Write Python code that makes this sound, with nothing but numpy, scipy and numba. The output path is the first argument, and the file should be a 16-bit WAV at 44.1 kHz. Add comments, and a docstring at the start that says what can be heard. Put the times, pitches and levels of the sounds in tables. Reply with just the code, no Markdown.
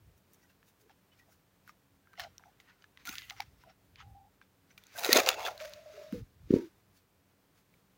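"""Paper slip and dropped pen

A hand writes on a paper slip lying on cloth, lifts and crumples the slip, then drops a pen on a padded floor.
The sheet rustles as clicks and hiss through its resonances and snaps as ringing spikes of noise.
Hollow booms and lingering bands are resonant or narrow noise; soft thumps are short smooth swings.
Rumble in the lowest octaves, a quiet room hiss and a faint hum lie below."""
import sys
import numpy as np
from scipy import signal
from scipy.fft import rfft, irfft
from scipy.io import wavfile
from scipy.ndimage import uniform_filter1d
from numba import njit

SR = 44100
rng = np.random.default_rng(int(sys.argv[2]) if len(sys.argv) > 2 else 0)


def inscribe(sig):
    """Save sig as 16-bit PCM at rate SR to the path in sys.argv[1].

    A 1-D sig is mono; a 2-D sig holds one channel per row.
    Samples are clipped to [-1, 1] before scaling.
    """
    pcm = np.round(np.clip(np.atleast_2d(sig).T, -1, 1) * 32767)
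    wavfile.write(sys.argv[1], SR, pcm.astype(np.int16))


def how_loud(loudness_db):
    """Turn decibels into a plain amplitude multiplier (0 dB gives 1, 20 dB gives 10)."""
    steps = np.asarray(loudness_db, float) / 20
    return 10 ** steps


N = 351477

# Resonances of the sheet, before rustle and snaps scale them.
# Each row: centre in hertz, width in hertz, relative level in dB.
SHEET_MODES = [(1450, 120, 1), (2070, 58, -4), (2740, 320, -3.5), (3630, 260, -4), (4500, 100, -8.5),
               (5707, 190, 1.5)]


def rms_one(x):
    """Normalisation: scale to unit rms."""
    return x / np.sqrt(np.mean(x ** 2) + 1e-20)


def even_level(x, samples):
    """Envelope division: hold the short-term rms over a sliding window near one."""
    return x / np.sqrt(uniform_filter1d(x ** 2, size=samples) + 1e-12)


def band(x, low_hz, high_hz):
    """Butterworth band-pass: flat within the band, smooth slopes outside."""
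    return signal.sosfilt(signal.butter(2, [low_hz, high_hz], "band", fs=SR, output="sos"), x)


def cut(x, hz, kind):
    """Fourth-order Butterworth high- or low-pass: a steep slope beyond the corner."""
    return signal.sosfilt(signal.butter(4, hz, kind, fs=SR, output="sos"), x)


def drift(corner_hz):
    """Low-passed noise: slow random motion of unit rms, from two equal poles at corner_hz."""
    r = np.exp(-40 * np.pi * corner_hz / SR)  # computed at every 20th sample
    slow = signal.lfilter([1], [1, -2 * r, r * r], rng.standard_normal(N // 20 + 2002))[2000:]
    return np.interp(np.arange(N) / 20, np.arange(len(slow)), rms_one(slow))


def coloured(x, spectrum):
    """Spectral shaping: weight noise by a curve in dB over log frequency."""
    hz, db = np.transpose(spectrum)
    log_hz = np.log(np.maximum(np.fft.rfftfreq(N, 1 / SR), 1))
    return irfft(rfft(x) * how_loud(np.interp(log_hz, np.log(hz), db)), N)


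def resonance(x, hz, width_hz):
    """Damped oscillator: a two-pole resonance with gain 1 on top."""
    r = np.exp(-np.pi * width_hz / SR)
    poles = [1, -2 * r * np.cos(2 * np.pi * hz / SR), r * r]
    return signal.lfilter(np.array([1, 0, -1]) * (1 - r * r) / 2, poles, x)


@njit
def moving_resonance(x, r, w):
    """Time-varying oscillator: centre and width move; white noise keeps its power."""
    y = np.zeros(len(x))
    for i in range(2, len(x)):
        drive = np.sqrt((1 - r[i] ** 2) / 2) * (x[i] - x[i - 2])
        y[i] = drive + 2 * r[i] * np.cos(w[i]) * y[i - 1] - r[i] ** 2 * y[i - 2]
    return y


def sliding(x, hz, width_hz):
    """Stiffness modulation: a resonance of top gain 1 whose centre slides with the bend of the sheet."""
    bend_share, bend_hz = 0.076, 1.7  # rms share of the pitch, corner of the motion
    r = np.exp(-np.pi * width_hz / SR)
    w = 2 * np.pi * hz / SR * np.exp(bend_share * drift(bend_hz))
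    return np.sqrt((1 - r * r) / 2) * moving_resonance(x, np.full(N, r), w)


def place(out, s, sound):
    """Superposition: add a sound at time s in seconds."""
    i = round(s * SR)
    return out + np.pad(sound, (i, N))[:N]


def swells(rows):
    """Exponential growth and decay: straight lines in dB, 20 dB down at the end of the rise and fall times."""
    out = np.zeros(N)
    for peak, rise_ms, fall_ms, db in rows:
        rise, fall = rise_ms / 1000, fall_ms / 1000
        # each side runs on for twice its time
        i = np.arange(max(round((peak - 2 * rise) * SR), 0), min(round((peak + 2 * fall) * SR), N))
        t = i / SR - peak
        out[i] += how_loud(db - 20 * np.maximum(-t / rise, t / fall))
    return out


def curve_gain(s, db):
    """Logarithmic interpolation: gain along a curve in dB, silent outside it."""
    return how_loud(np.interp(np.arange(N) / SR, s, db, left=-200, right=-200))


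def strokes():
    """Friction envelopes: levels of the rustle, its upper part and its top end, strokes over a steady slide."""
    # Separate strokes of pen, hand and fingers on sheet and cloth. Each row: peak time in seconds,
    # rise in ms, fall in ms, rustle level in dB, top end in dB over the rustle.
    stroke_rows = [(.178, 24, 31, -80.5, 9.5), (0.345, 16, 17, -73.5, 9), (0.434, 68, 45, -74, -1),
                   (.5, 16, 51, -71.5, -4), (.687, 44, 44, -73, 5), (0.816, 43, 48, -72.5, 2),
                   (0.913, 27, 31, -69.5, -12), (1.136, 27, 44, -70.5, -30), (1.195, 45, 38, -68.5, -4),
                   (1.329, 58, 54, -72, 4), (1.691, 32, 33, -61, -7), (2.205, 23, 53, -42, -15),
                   (2.429, 500, 330, -73.5, -44), (2.604, 6.5, 20, -63, -7), (2.698, 67, 65, -60, -56),
                   (2.824, 55, 50, -69, -29), (3.007, 47, 50, -60, -49), (3.056, 2.9, 290, -51.5, -2.5),
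                   (3.087, 20, 33, -45, -4), (3.137, 170, 85, -67, -6), (3.186, 44, 62, -50, -16),
                   (3.303, 11.5, 9.6, -47, -12), (3.321, 1.86, 20, -56, -22), (3.388, 38, 79, -56, -28),
                   (3.421, 29, 13, -49, -22), (3.622, 52, 46, -67, -19), (3.699, 37, 44, -62, -43),
                   (4.003, 40, 39, -50, -51), (4.425, 25, 28, -67, -34), (4.712, 30, 35, -66, -29),
                   (4.779, 3.5, 11.6, -53.5, -4.5), (4.994, 39, 110, -46.5, 3), (5.06, 31, 23, -35, -4),
                   (5.096, 15, 35, -39.5, -16), (5.168, 78, 42, -31.5, -3), (5.194, 110, 25, -27.5, -9),
                   (5.266, 7, 68, -38, -20), (5.291, 32, 27, -32.5, -9), (5.413, 57, 20, -47, -9.5),
                   (5.451, 16, 53.6, -37, -8), (5.482, 32, 19, -43.5, -12), (5.611, 19, 47, -45.5, -13),
                   (5.652, 21, 41, -59.5, -10), (6.131, 11, 157, -62, -6), (6.511, 7.2, 200, -61.5, -9),
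                   (6.668, 230, 35, -69.5, -8), (6.56, 90, 83, -53.5, -14.5), (6.968, 59, 74, -69.5, -1),
                   (7.58, 55, 55, -70.5, -3.5)]
    # The slip is gathered up and drawn away over the cloth. Each row: time in seconds, rustle level in dB.
    slide_rows = [(4.79, -73.5), (4.93, -62), (5.24, -45), (5.36, -51), (5.53, -63.5), (5.691, -55),
                  (5.84, -65), (5.99, -58), (6.109, -63), (6.19, -65), (6.219, -76.5)]
    slide_top_db = -13.5  # over the rustle of the slide
    slide = curve_gain(*np.transpose(slide_rows))
    levels = []
    # the part above 3.3 kHz takes a quarter of the top end's offset, the top end all of it
    for share in (0, 0.25, 1):
        rows = [(s, rise, fall, db + share * top_db) for s, rise, fall, db, top_db in stroke_rows]
        levels.append(how_loud(share * slide_top_db) * slide + swells(rows))
    return levels


def rustle():
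    """Stick-slip friction: fibres slip as clumped clicks over a hiss, grainier when loud, and excite the sheet."""
    # Colour of the sheet at the microphone. Each row: frequency in hertz, density in dB per hertz.
    sheet_colour = [(600, -24), (850, -4), (1300, -1), (2100, 0), (3100, -6), (4800, -3.5), (6600, -7),
                    (8300, -20), (11500, -17), (13500, -19), (14700, -11), (16300, -13), (17000, -45)]
    # Span in which the sheet, pressed flat, lacks its part below 1.6 kHz: start and end in seconds.
    taut_span = (3.145, 3.285)
    held_until_s, flat_song_share = 5.53, .3  # once let go and dragged flat, the sheet hardly sings
    clicks_per_s, clump_db, spread_db = 1300, 5.5, 5  # rate before clumping
    modes_db, sing_db, flutter_db = 1.5, 6, 3
    low_level, upper_level, top_level = strokes()
    t = np.arange(N) / SR

    force = np.clip((20 * np.log10(low_level + 1e-9) + 66) / 20, .25, 1)
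    born = rng.random(N) < clicks_per_s * how_loud(clump_db * drift(80)) / SR
    size = how_loud(spread_db * np.minimum(rng.exponential(1, N), 4))
    grains = born * size * rng.choice([-1, 1], N)
    slips = force * rms_one(grains) + np.sqrt(1.6 - force ** 2) * rng.standard_normal(N)

    # every resonance sings up and down in level while its centre slides
    song = sum(how_loud(db + sing_db * drift(14)) * sliding(slips, hz, w) for hz, w, db in SHEET_MODES)
    song_share = np.where(t < held_until_s, 1, flat_song_share)
    sheet = coloured(slips + how_loud(modes_db) * song_share * song, sheet_colour)

    low = rms_one(cut(sheet, 7800, "low"))
    top = rms_one(cut(sheet, 7800, "high"))
    is_taut = (t > taut_span[0]) & (t < taut_span[1])
    low = np.where(is_taut, cut(low, 1600, "high"), low)
    lower = low_level * cut(low, 3300, "low")
    upper = how_loud(1.5) * upper_level * cut(low, 3700, "high")
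    return how_loud(flutter_db * force * drift(94)) * (lower + upper + top_level * top)


def snaps():
    """Impulse response: a crease pops as a spike with brief crackle, ringing its patch and higher sheet modes."""
    # Creases that pop. Each row: time in seconds, peak below 7.8 kHz in dB, ring in hertz,
    # top-end peak in dB over that peak.
    crease_rows = [(0.335, -68.5, 2020, 25), (0.629, -51.5, 1740, -21), (0.896, -50.5, 1690, -16),
                   (1.677, -46, 1450, -1), (1.694, -40.5, 1225, -27), (2.0725, -53, 1400, -20),
                   (2.133, -49, 1490, -7), (2.138, -47.5, 1310, -22), (2.155, -54, 1850, -20),
                   (2.1767, -45, 2070, -23), (2.197, -24, 1820, -8.5), (2.246, -41, 1920, -27),
                   (2.381, -37.5, 5650, -10), (2.396, -50.5, 990, -25), (2.4377, -46, 1350, -28),
                   (2.601, -42, 2030, -19), (2.823, -47, 2980, -25), (2.842, -43.5, 1710, -20),
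                   (2.9739, -38.5, 2040, -18), (3.0534, -35.5, 2200, 0), (3.069, -45, 1390, -7),
                   (3.092, -24, 2560, -8), (3.155, -27.5, 2700, -7), (3.183, -21.5, 3250, -30),
                   (3.22, -34, 2300, -23), (3.2988, -26, 3420, -54), (3.307, -26.5, 2070, -14),
                   (3.319, -53, 1530, -16), (3.366, -45, 2100, -15), (3.4043, -20.5, 2250, -13),
                   (3.4197, -39, 1570, -11), (3.6372, -46.5, 990, -8), (3.9582, -40, 2490, -38),
                   (4.415, -45, 1590, -28), (4.707, -51.5, 2210, -23), (4.7785, -35.5, 2370, -13),
                   (4.8378, -45.5, 3570, 1), (4.8682, -46, 6400, -5), (4.986, -28, 3900, -8.5),
                   (5.0474, -15, 3900, -8), (5.091, -25, 2060, -12.5), (5.1298, 3, 4116, -4.5),
                   (5.158, -19.5, 1480, -3.5), (5.171, -7.5, 6287, -18.5), (5.175, -16, 3570, -9.5),
                   (5.1868, -14, 2030, -15.5), (5.2625, -17, 4770, -11.5), (5.2892, -2, 2766, -7),
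                   (5.465, -22.5, 1660, -20.5), (5.4831, -26, 1380, -8.5), (5.5564, -51, 2160, 3),
                   (5.578, -37, 4050, -5), (5.6022, -31, 2420, -19.5), (5.611, -39.5, 1500, -14),
                   (5.649, -38, 1490, -4), (5.696, -53, 3060, 11), (5.736, -30.5, 4200, -13),
                   (6.1251, -40, 1600, -4), (6.506, -38.5, 1830, -17.5), (6.538, -40, 3900, -12.5),
                   (7.74, -55.5, 2305, -24)]
    ring_db, ring_width = 15, 0.055  # ring gain for a -40 dB pop, width as a share of its pitch
    modes_db, mode_width = 3, 2.5  # mode gain, widening of the sheet's resonances
    out, t = np.zeros(N), np.arange(2000) / SR
    noise = rng.standard_normal((len(crease_rows), len(t) + len(SHEET_MODES)))
    for (s, db, hz, top_db), draw in zip(crease_rows, noise):
        crackle_s = .008 + .00012 * (db + 60)  # time to fall 60 dB: big folds crackle longer
        pop = draw[:len(t)] * how_loud(-60 * t / crackle_s) * .3
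        pop[0] -= 3
        spread = 2.16 + 0.02 * (db + 47)  # big folds sound broad, small ticks keep one colour
        edges = max(hz / spread, 800), min(spread * hz, 7200)
        body = band(band(pop, *edges), *edges)
        body = body + how_loud(ring_db - .2 * (db + 40)) * resonance(pop, hz, ring_width * hz)
        for (mode_hz, width_hz, mode_db), luck in zip(SHEET_MODES, draw[len(t):]):
            if mode_hz <= hz:
                continue
            # 7.2 dB weaker per octave above the ring, with random strength
            gain = how_loud(modes_db + mode_db + 2.3 * luck - 7.2 * np.log2(mode_hz / hz))
            width = mode_width * width_hz
            body = body + gain * resonance(resonance(pop, mode_hz, width), mode_hz, 2 * width)
        body = cut(body, 7800, "low")
        top = band(pop, 8500, 16000) + 2.5 * resonance(pop, 14800, 900)
        sound = body / np.abs(body).max() + how_loud(top_db) * top / np.abs(top).max()
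        out = place(out, s, how_loud(db) * sound)
    return out


def hollow():
    """Cavity resonance: noise passes three times through one moving resonance, for cupped sheet and floor."""
    # The sheet cupped in the hand booms along with its rustle. Each row: time in seconds,
    # centre in hertz, boom in dB over the rustle before the common gain below.
    cup_rows = [(4.94, 563, -6), (4.99, 709, -2.5), (5.1, 460, -5), (5.19, 540, -0.7), (5.25, 512, 1.5),
                (5.289, 615, -3), (5.36, 527, 0.5), (5.41, 724, 6), (5.46, 650, -2), (5.52, 610, 9),
                (5.581, 625, -3)]
    # Booms of the padded floor. Each row: peak time in seconds, rise in ms, fall in ms,
    # level in dB before the common gain and the padding's low-pass, centre in hertz.
    boom_rows = [(3.099, 45, 29, -54.5, 214), (6.133, 7.6, 70, -40.5, 235.5), (6.19, 45, 54, -59.5, 169.9),
                 (6.532, 19, 58, -25, 324), (6.576, 52, 48, -32, 289)]
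    stage_width, padding_cut_hz = 0.936, 396  # width of one pass as a share of its centre
    gain_db, flutter_db = 2, 1
    s, _, over_db = np.transpose(cup_rows)
    cupped = curve_gain(s, over_db) * strokes()[0]
    floor = swells([row[:-1] for row in boom_rows])

    centres = sorted([row[:2] for row in cup_rows] + [(row[0], row[-1]) for row in boom_rows])
    hz = np.interp(np.arange(N) / SR, *np.transpose(centres))
    r, w = np.exp(-np.pi * stage_width * hz / SR), 2 * np.pi * hz / SR
    tone = rng.standard_normal(N)
    for _ in range(3):
        tone = moving_resonance(tone, r, w)
    tone = even_level(cut(tone, 1100, "low"), 2000)
    # the padding swallows the upper part of the floor's boom
    padded = cut(tone, padding_cut_hz, "low")
    return how_loud(flutter_db * drift(40) + gain_db) * (cupped * tone + floor * padded)


def lingering(rows, width_hz, flutter_db, edge_s):
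    """Heterodyning: slow complex noise shifted up to a wandering pitch makes steep bands, gated on and off."""
    wander_share = 0.012  # rms share of the pitch
    out, wander, flutter = np.zeros(N), drift(9.8), drift(78)
    edge = signal.butter(4, width_hz / 2, fs=SR, output="sos")
    for start, end, hz, first_db, last_db in rows:
        t = np.arange(round((end - start) * SR)) / SR
        real, imag = signal.sosfilt(edge, rng.standard_normal((2, 14000)))
        slow = (real + 1j * imag) / np.sqrt(uniform_filter1d(real ** 2 + imag ** 2, size=500) / 2)
        pitch = hz * np.exp(wander_share * wander[round(start * SR):][:len(t)])
        carrier = np.exp(2j * np.pi * np.cumsum(pitch) / SR)
        narrow = np.real(slow[3000:][:len(t)] * carrier)  # past the filter's onset
        gate = np.clip(np.minimum(t, t[-1] - t) / edge_s, 0, 1)
        out = place(out, start, gate * how_loud(np.linspace(first_db, last_db, len(t))) * narrow)
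    return out * how_loud(flutter_db * flutter)


def tones():
    """Bandwidth sets roughness: narrow noise lingers as tones, broader noise murmurs more roughly."""
    # Narrow tones that linger. Each row: start and end in seconds, centre in hertz, first and last level in dB.
    tone_rows = [(0.424, 0.465, 1950, -70, -76), (0.491, 0.525, 2770, -73, -79),
                 (0.778, 0.88, 409, -91, -62.5), (1.115, 1.142, 2940, -68, -71),
                 (1.194, 1.242, 1964, -62, -77), (2.035, 2.162, 1585, -81, -67),
                 (3.056, 3.15, 772, -66, -63), (3.072, 3.094, 1450, -39, -45),
                 (3.088, 3.135, 1450, -53, -67), (3.15, 3.277, 2006, -55.5, -65),
                 (3.165, 3.215, 1743, -56, -63), (3.235, 3.279, 2790, -57, -74),
                 (3.308, 3.358, 778, -52.5, -69), (3.404, 3.435, 773, -54, -56),
                 (4.018, 4.155, 800, -64, -70), (4.147, 4.29, 796, -56, -69),
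                 (5.102, 5.132, 1837, -30, -32), (5.128, 5.158, 2070, -37, -32),
                 (5.118, 5.21, 253, -40.5, -42), (5.493, 5.61, 622, -59, -55),
                 (5.604, 5.765, 610, -39.5, -60.5), (5.758, 5.883, 617, -47, -70.5),
                 (5.854, 5.98, 622, -48, -61), (5.935, 6.035, 408, -58, -62),
                 (5.972, 6.134, 603, -46, -58.5), (6.136, 6.219, 459, -36, -64),
                 (6.562, 6.65, 928, -55.5, -69), (6.616, 6.689, 341, -36, -57)]
    # Broader, rougher bands of murmuring noise. Each row: start and end in seconds,
    # centre in hertz, first and last level in dB.
    broad_rows = [(0.425, 0.46, 1450, -75, -73), (0.892, 0.926, 798, -56.5, -75),
                  (1.272, 1.312, 707, -68, -73), (2.18, 2.285, 721, -49, -55), (2.395, 2.45, 780, -65, -81),
                  (2.448, 2.506, 786, -63, -63), (2.665, 2.72, 1900, -66, -76),
                  (3.646, 3.72, 705, -61, -63.5), (5.355, 5.44, 2700, -49, -63),
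                  (5.435, 5.5, 2610, -37, -64), (6.965, 7.0, 4500, -72, -76)]
    narrow = lingering(tone_rows, width_hz=72, flutter_db=1.8, edge_s=.008)
    broad = lingering(broad_rows, width_hz=175, flutter_db=3.5, edge_s=.015)
    return narrow + broad


def thuds():
    """Gaussian pulse: a soft thump swells and fades evenly over a few smooth swings."""
    # Soft low thumps in the crumpling sheet and, later, on the padded floor. Each row: time in seconds,
    # peak level in dB, swing in hertz, half length (fall to 1/e) in seconds.
    thump_rows = [(3.404, -30.5, 823, 0.003), (4.988, -34.5, 727, 0.0044), (5.094, -18, 386, 0.003),
                  (5.161, -19, 328, 0.0032), (5.168, -19.5, 630, 0.0014), (5.189, -18.5, 470, 0.0018),
                  (6.131, -27.5, 246, 0.0043), (6.508, -11.5, 283, 0.0021), (6.54, -5, 315, 0.0019),
                  (6.562, -15.5, 302, 0.0016)]
    out, t = np.zeros(N), np.arange(-1500, 1500) / SR
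    for s, db, hz, half_s in thump_rows:
        swing = np.exp(-(t / half_s) ** 2) * np.cos(2 * np.pi * hz * t)
        out = place(out, s + t[0], -how_loud(db) * swing)
    return out


def rumble():
    """Low-frequency band noise: hand weight shifting on the floor makes lumps in the lowest octaves."""
    # Each row: peak time in seconds, rise in ms, fall in ms, level in dB.
    weight_rows = [(.085, 260, 130, -59.5), (2.214, 27, 180, -58.5), (3.125, 170, 250, -63.5),
                   (3.486, 380, 330, -62.5), (4.104, 230, 125, -53), (5.158, 300, 1650, -64),
                   (6.141, 12, 118, -48.5), (6.227, 77, 24, -45), (6.452, 82, 53, -49),
                   (6.525, 23, 60, -48)]
    lump = band(band(rng.standard_normal(N), 50, 140), 25, 130)
    return swells(weight_rows) * even_level(lump, 3000)


def room():
    """Stationary noise floor: smooth hiss that barely swells, and hum as noise through narrow resonances."""
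    # Colour of the hiss. Each row: frequency in hertz, relative density in dB per hertz.
    hiss_colour = [(30, -12.5), (60, -5), (85, 2), (166, -0.5), (274, -7), (313, -6), (465, -6.5),
                   (559, -9), (1410, -13.5), (3730, -20), (11000, -26), (15100, -20), (16300, -23)]
    # Wavering hum. Each row: frequency in hertz, rms level in dB.
    hum_rows = [(49, -84.5), (95, -82.5), (190, -79.5), (279, -82)]
    hiss_db, hum_width_hz = -69.5, 3.8
    hiss = coloured(rng.standard_normal(N), hiss_colour) * how_loud(.7 * drift(6))
    hum = sum(how_loud(db) * rms_one(resonance(rng.standard_normal(N), hz, hum_width_hz)) for hz, db in hum_rows)
    return how_loud(hiss_db) * rms_one(hiss) + hum


def scene():
    """Linear superposition: all sources add at one close microphone."""
    return (rustle() + snaps() + hollow() + tones() + thuds() + rumble() + room())[None]


def band_limit(x):
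    """A steep low-pass at the top of the band."""
    return signal.sosfilt(signal.butter(12, 17150, fs=SR, output="sos"), x)


def record(dry):
    """Band limits and saturation: deepest bass and extreme top are filtered away and loud peaks softly limited."""
    limited = .92 * np.tanh(cut(dry, 42, "high") / .92)
    top_edge = signal.ellip(6, .5, 26, 15900, fs=SR, output="sos")
    mix = signal.sosfilt(top_edge, limited)
    return band_limit(mix)


dry = scene()
out = record(dry)
inscribe(out)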